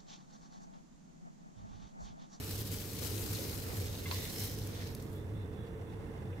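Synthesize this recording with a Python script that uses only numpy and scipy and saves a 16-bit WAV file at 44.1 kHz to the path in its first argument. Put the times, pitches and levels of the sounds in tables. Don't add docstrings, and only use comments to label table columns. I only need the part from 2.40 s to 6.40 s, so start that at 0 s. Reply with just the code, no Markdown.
import sys
import numpy as np
from scipy import signal
from scipy.fft import rfft, irfft
from scipy.io import wavfile
from scipy.ndimage import uniform_filter1d

SR = 44100
rng = np.random.default_rng(int(sys.argv[2]) if len(sys.argv) > 2 else 0)


def materialize(psi):
    bounded = np.clip(np.atleast_2d(psi).T, -1, 1)
    quanta = np.round(bounded * 32767).astype(np.int16)
    wavfile.write(sys.argv[1], SR, quanta)


N = 176400
TIME, FREQS = np.arange(N) / SR, np.fft.rfftfreq(N, 1 / SR)


def amp(db):
    return 10 ** (np.asarray(db) / 20)

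def unit(x):
    return x / np.sqrt(np.mean(x ** 2) + 1e-20)

def curve(rows):
    return np.interp(TIME, *np.transpose(rows))

def at_hz(rows, hz):
    freqs, values = np.transpose(rows)
    return np.interp(np.log(hz + 1), np.log(freqs + 1), values)

def noise(size=N):
    return rng.standard_normal((2, size))

def colour(x, spectrum):
    size = x.shape[-1]
    gain = amp(at_hz(spectrum, np.fft.rfftfreq(size, 1 / SR)))
    return unit(irfft(rfft(x) * gain, size))

def drift(rate_hz):
    return unit(irfft(rfft(rng.standard_normal(N)) / (1 + (FREQS / rate_hz) ** 2), N))

def resonance(hz, width):
    return unit(irfft(rfft(noise()) / (1 + (2 * (FREQS - hz) / width) ** 2), N))

def sides(balance_db):
    gains = amp(np.array([balance_db, -balance_db]).reshape(2, -1) / 2)
    return gains / np.sqrt(np.mean(gains ** 2, 0))

def correlate(x, correlation):
    correlation = np.clip(correlation, -.99, .99)
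    mid = x[0] * np.sqrt((1 + correlation) / 2)
    side = x[1] * np.sqrt((1 - correlation) / 2)
    return np.array([mid + side, mid - side])

def add(mix, start, sound):
    part = mix[:, round(start * SR):][:, :sound.shape[1]]
    part += sound[:, :part.shape[1]]


# (frequency [Hz], relative density [dB])
AIR_SPECTRUM = [(20, -19), (32, -18), (48, -9.5), (62, -10), (95, -5.5), (130, -10.5), (185, -11.5),
                (310, -17.5), (367, -20.5), (430, -17.5), (560, -24), (680, -30.5), (920, -31.5),
                (1300, -35), (2000, -37.5), (2350, -45), (2700, -41), (3150, -47), (3900, -49),
                (4400, -60.5), (8000, -54.5), (11500, -56.5), (16000, -60.5)]
# (frequency [Hz], correlation)
AIR_CORRELATION = [(30, 0.56), (100, 1), (350, 0.83), (700, 0.42), (1400, -0.16), (3000, -0.91), (8000, 1),
                   (15000, 1)]
# (frequency [Hz], balance [dB])
AIR_BALANCE = [(30, -9), (90, -1), (350, -6), (700, 0.5), (1500, -10), (4000, -7), (9000, 1)]
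# (time [s], relative level [dB])
HUM_LEVEL = [(0.0, -45.5), (0.22, -37), (0.51, -49.5), (0.78, -33), (0.87, -46), (0.91, -32), (1.01, -45),
             (1.36, -44), (1.39, -29.5), (1.57, -42), (1.73, -35), (1.92, -45), (2.05, -31.5), (2.1, -45),
             (2.27, -33.5), (2.35, -44), (2.42, -34.5), (2.57, -47), (3.05, -35.5), (3.12, -60),
             (3.22, -36), (3.34, -48), (3.49, -39.5), (3.78, -45.5), (3.92, -30.5), (4.0, -56)]
# (frequency [Hz], width [Hz], level [dB])
DRONE_MODES = [(446.2, 55, -55.5), (316, 52, -61), (1790, 100, -79), (2107, 69, -78), (3500, 220, -77.5),
               (5830, 340, -84)]

def kitchen(air_db=-43.5, hum_hz=98.3, waver_hz=6):
    air = correlate(rfft(noise()), at_hz(AIR_CORRELATION, FREQS))
    air = irfft(air * sides(at_hz(AIR_BALANCE, FREQS)), N)
    phase = 2 * np.pi * np.cumsum(hum_hz + waver_hz * drift(14.05)) / SR
    hum = np.sqrt(2) * np.sin(phase) * amp(curve(HUM_LEVEL) - 6 + .73 * drift(8.9))
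    drone = sum(amp(db) * resonance(hz, width) for hz, width, db in DRONE_MODES)
    return colour(air, AIR_SPECTRUM) * amp(air_db) + hum + correlate(drone, .88) * sides(-1.1)


# (time [s], level [dB])
RUSTLE_LEVEL = [(2.4, -76), (2.9, -62), (3.45, -62.5), (3.65, -59), (4, -60.5)]
# (frequency [Hz], relative density [dB])
RUSTLE_SPECTRUM = [(450, -25), (700, 3), (980, 1), (1300, -13), (1600, -5.5), (2050, -9), (2350, -16),
                   (2700, -10), (3200, -19.5), (5000, -20.5), (7000, -26), (16000, -45)]

def rustle(uneven_db=2.5):
    hiss = colour(noise(), RUSTLE_SPECTRUM)
    return hiss * amp(curve(RUSTLE_LEVEL) + uneven_db * drift(32)) * sides(-3.5)


# (start [s], duration [s], level [dB], centre pitch [Hz], glide [Hz/s])
WHISTLES = [(2.745, .08, -65.5, 3480, 2200), (2.945, .05, -67.5, 3520, 3500), (2.98, .08, -67, 3580, -1200),
            (3.135, .18, -68, 3430, 0), (3.465, .07, -70.5, 3490, 600)]
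# (ratio to the pitch, width [Hz], relative level [dB])
STEAM_MODES = [(1, 170, 0), (1.1, 260, -6)]

def simmer():
    out = np.zeros((2, N))
    for start, length, db, hz, glide in WHISTLES:
        t = np.arange(0, length, 1 / SR)
        phase = 2 * np.pi * np.cumsum(hz + glide * (t - length / 2)) / SR
        whistle = 0
        for ratio, width, level in STEAM_MODES:
            breath = signal.hilbert(resonance(width, width))[:, :len(t)]
            shift_to_pitch = np.exp(1j * (ratio * phase - 2 * np.pi * width * t))
            whistle += amp(level) * unit((breath * shift_to_pitch).real)
        add(out, start, unit(whistle) * np.sqrt(np.sin(np.pi * t / length)) * amp(db))
    return out * sides(-2.9)


# (time [s], level [dB])
WALL_LEVEL = [(1.6, -85), (1.68, -55), (1.76, -52), (1.87, -51.5), (1.96, -79), (2.2, -70), (2.4, -61),
              (2.7, -100)]
# (frequency [Hz], width [Hz], relative level [dB])
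WALL_MODES = [(1060, 160, -11), (2060, 650, 4.5), (3490, 64, -1), (3760, 320, 3)]

def pan_wall():
    ring = sum(amp(db) * resonance(hz, width) for hz, width, db in WALL_MODES)
    return unit(ring) * amp(curve(WALL_LEVEL)) * sides(-1.1)


# (time [s], level [dB], decay constant [s])
KNOCK = (1.7118, -34.5, 0.007)
# (frequency [Hz], relative density [dB])
KNOCK_SPECTRUM = [(250, -6), (600, -1), (820, -11), (1020, 1), (1300, -6), (2400, -4), (3300, -6),
                  (4400, -3), (5500, -13), (9000, -30)]

def knock():
    start, db, decay_s = KNOCK
    out, t = np.zeros((2, N)), np.arange(4096) / SR
    tap = colour(correlate(noise(len(t)), .18), KNOCK_SPECTRUM)
    add(out, start, tap * np.exp(-t / decay_s) * amp(db))
    return out * sides(-3.7)


# (time [s], gain [dB], attack [s], excitation centre [Hz], spread [octaves], grit [dB])
CLINKS = [(1.655, -28, .006, 2120, .5, -23), (1.7122, -36.5, .0008, 1200, 1.8, -9),
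          (3.926, -47, .003, 2450, .25, -7), (3.972, -41, .018, 2080, .12, -24)]
# (frequency [Hz], relative level [dB], time to fall 60 dB [s])
METAL_MODES = [(590, 1, .09), (650, -3, .06), (970, 0, .08), (1034, 1.5, .13), (1110, -.5, .11),
               (1660, -12, .08), (2075, -2, .08), (2290, -11, .07), (2715, -7.5, .07), (3435, -4, .08),
               (4290, -6, .07), (4950, -9, .07)]

def clinks(grit_decay_s=.0097):
    out, t = np.zeros((2, N)), np.arange(SR // 3) / SR
    freqs = np.fft.rfftfreq(len(t), 1 / SR)
    ear_phase = np.array([[.6], [-.6]])
    for start, db, attack, centre, octaves, grit_db in CLINKS:
        excitation = lambda hz: np.exp(-.5 * (np.log2(hz / centre) / octaves) ** 2)
        ring = sum(excitation(hz) * amp(level - 60 * t / t60) * np.sin(2 * np.pi * hz * t + ear_phase)
                   for hz, level, t60 in METAL_MODES)
        grit = unit(irfft(rfft(noise(len(t))) * excitation(freqs + 1), len(t)))
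        grit *= amp(grit_db) * np.exp(-t / grit_decay_s)
        add(out, start, amp(db) * np.minimum(t / attack, 1) * (.5 * ring + grit))
    return out * sides(-2.1)


def bubbles(low_hz, high_hz, per_s, spread_db, cycles, correlation):
    t, out = np.arange(256) / SR, np.zeros((2, N))
    pitches = np.geomspace(low_hz, high_hz, 24)
    for hz in pitches:
        sizes = amp(spread_db * np.minimum(rng.exponential(1, N), 4.5))
        bursts = sizes * (rng.random(N) < per_s / len(pitches) / SR)
        ear_phase = np.array([[.5], [-.5]]) * np.arccos(correlation) * rng.choice([-1, 1])
        phase = 2 * np.pi * hz * t + ear_phase + rng.uniform(0, 2 * np.pi)
        ring = hz * np.exp(-t * hz / cycles) * np.sin(phase)
        out += signal.oaconvolve(bursts[None], ring, axes=1)[:, :N]
    return unit(out)

def boil(near, spectrum, wash_db, correlation):
    return colour(near + amp(wash_db) * correlate(noise(), correlation), spectrum)


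# (time [s], level [dB])
GURGLE_LEVEL = [(0, -54.5), (.4, -68), (.6, -50.5), (.8, -49), (1.6, -54), (2.05, -52.5), (2.5, -66),
                (3, -88)]
# (frequency [Hz], relative density [dB])
GURGLE_SPECTRUM = [(130, -34), (230, 0), (330, -0.5), (450, 1), (600, -13), (900, -24)]

def gurgle():
    near = bubbles(200, 775, per_s=250, spread_db=2, cycles=6.2, correlation=.4)
    burble = boil(near, GURGLE_SPECTRUM, wash_db=.5, correlation=.44)
    return burble * amp(curve(GURGLE_LEVEL)) * sides(-1.7)


# (time [s], relative level [dB], balance [dB])
POPS = [(.0448, -34, 2), (.3165, -33.5, 5), (.6725, -31, 4.5), (.9275, -35, 3), (.9495, -35, 4),
        (1.1772, -35, 2.5), (1.9255, -35, 0), (2.2727, -36, .5), (2.5496, -34, 1), (2.624, -40.5, 1)]
# (frequency [Hz], relative density [dB])
POP_SPECTRUM = [(800, -20), (2500, -6), (4400, -1), (8000, 2.5), (13000, 1), (16000, -3)]

def pops(gain_db=-7, snap_s=.0022, scatter_s=.015):
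    out, t = np.zeros((2, N)), np.arange(2048) / SR
    decay = np.exp(-t / snap_s) + .07 * np.exp(-t / scatter_s)
    for start, db, balance_db in POPS:
        snap = colour(correlate(noise(len(t)), .55), POP_SPECTRUM)
        add(out, start, snap * decay * amp(db + gain_db) * sides(balance_db))
    return out


# (time [s], amplitude share returned [0-1])
REFLECTION = [(0, .04), (1.6, .08), (1.9, .15), (1.98, .33), (2.1, .3), (2.25, .08)]
# (frequency [Hz], width [Hz], level over the drive at full share [dB])
GAP_MODE = (5500, 580, 8)

def hollow_gap(x, drive_db, comb_hz=1028):
    share = curve(REFLECTION)
    hz, width, db = GAP_MODE
    out = x + resonance(hz, width) * share * amp(drive_db + db)
    direct = rfft(out)
    for trip in (1, 2, 3):
        delay = np.exp(-2j * np.pi * FREQS * trip / comb_hz)
        out += share ** trip * irfft(direct * delay, N)
    return out * np.sqrt(1 - share ** 2)

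def spits(per_s, rise_db, decay_s):
    onsets = np.minimum(rng.exponential(1, N), 2.5) * (rng.random(N) < per_s / SR)
    flare = signal.lfilter([1], [1, -np.exp(-1 / (decay_s * SR))], onsets)
    return rise_db * (flare - flare.mean())

def crust_patches(x, depth_db):
    spectra = signal.stft(x, nperseg=512, noverlap=384)[2]
    patches = rng.standard_normal((3,) + spectra.shape[1:])
    for _ in range(2):
        patches = uniform_filter1d(patches, size=3, axis=1)
        patches = uniform_filter1d(patches, size=24, axis=2)
    spectra *= amp(depth_db * unit(patches[:2] + patches[2]))
    return signal.istft(spectra, nperseg=512, noverlap=384)[1][:, :N]


# (time [s], relative level [dB])
FIZZ_LEVEL = [(0, -49.5), (.2, -47.5), (.23, -50), (.305, -50), (.325, -45), (.38, -49), (.46, -47.5),
              (.55, -50), (.65, -45), (.72, -46), (.96, -46), (1.12, -48), (1.19, -51), (1.33, -51.5),
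              (1.365, -48), (1.44, -52), (1.65, -53.5), (1.75, -48), (1.9, -50), (2, -44.2), (2.07, -45.5),
              (2.15, -54), (2.33, -58.5), (2.46, -59.5), (2.58, -63.5), (2.77, -67), (2.85, -76),
              (3.1, -90)]
FRY_LEVEL = [(0, -51.6), (.19, -52), (.26, -54), (.34, -50.6), (.54, -52.5), (.6, -49.5), (.675, -48),
             (.73, -49.7), (.88, -49.3), (.96, -46.3), (1.19, -52.7), (1.55, -52), (1.63, -54),
             (1.74, -48.3), (1.86, -48.5), (1.93, -50.7), (1.99, -47.7), (2.07, -49), (2.17, -55),
             (2.32, -56), (2.42, -51.3), (2.55, -61), (2.74, -69), (3.1, -88)]
BUBBLING_LEVEL = [(0, -53.5), (.24, -65), (.55, -66), (.63, -54), (.78, -59), (.95, -53), (1.18, -61.5),
                  (1.3, -51), (1.45, -57), (1.62, -57.5), (1.76, -58), (2.05, -57.5), (2.22, -61),
                  (2.4, -53.5), (2.6, -64), (2.85, -79)]
# (frequency [Hz], relative density [dB])
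FIZZ_SPECTRUM = [(4500, -1.5), (6000, -1.5), (7200, 1), (8300, 0.5), (9500, -1.5), (10500, -0.5),
                 (11600, 3.5), (13000, 3), (14200, 2.5), (15700, -1.5)]
FRY_SPECTRUM = [(1700, -16), (2600, -3), (3200, -2.5), (4200, 1.5), (5300, -1.3), (6300, -2.5), (7300, -9),
                (9500, -11.5)]
BUBBLING_SPECTRUM = [(350, 7), (650, 5.5), (1000, -2), (1500, 1), (2200, -0.5), (2700, -5), (4000, -50)]
# (time [s], balance before each layer's scaling [dB])
STREAM_PLACE = [(0.0, 4), (0.17, 1.5), (0.3, 4.5), (0.55, 4.5), (0.59, 7), (1.4, 2), (1.93, 0), (2.38, 3),
                (2.8, 0)]

def sizzle():
    sputter_db = .55 * drift(60) + spits(per_s=150, rise_db=1.45, decay_s=.0035)
    place = curve(STREAM_PLACE)
    fizz = bubbles(5430, 18000, per_s=6300, spread_db=2.5, cycles=2.1, correlation=1)
    fizz = boil(fizz, FIZZ_SPECTRUM, wash_db=4, correlation=.22)
    fry = bubbles(2000, 9000, per_s=3600, spread_db=3.7, cycles=1.3, correlation=.05)
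    fry = boil(fry, FRY_SPECTRUM, wash_db=1.5, correlation=.05)
    low = bubbles(555, 2930, per_s=600, spread_db=3, cycles=2.7, correlation=-.28)
    low = boil(low, BUBBLING_SPECTRUM, wash_db=7.5, correlation=-.1)
    fry_db = curve(FRY_LEVEL) + sputter_db
    fizz *= amp(curve(FIZZ_LEVEL) + 1.04 + sputter_db + 1.1 * drift(36)) * sides(place + .2)
    fry *= amp(fry_db + .05) * sides(.59 * place - 1.4)
    low *= amp(curve(BUBBLING_LEVEL) + 1.05 + .84 * sputter_db) * sides(.19 * place - 2.2)
    return crust_patches(hollow_gap(fizz + fry + low, drive_db=fry_db), depth_db=1.3)


def scene():
    pour = sizzle() + gurgle() + pan_wall() + pops()
    return pour + knock() + clinks() + simmer() + rustle() + kitchen()

def record(dry):
    lowpass = signal.firwin(801, 15770, window=("kaiser", 9), fs=SR)
    return signal.oaconvolve(dry, lowpass[None], "same")


dry = scene()
out = record(dry)
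materialize(out)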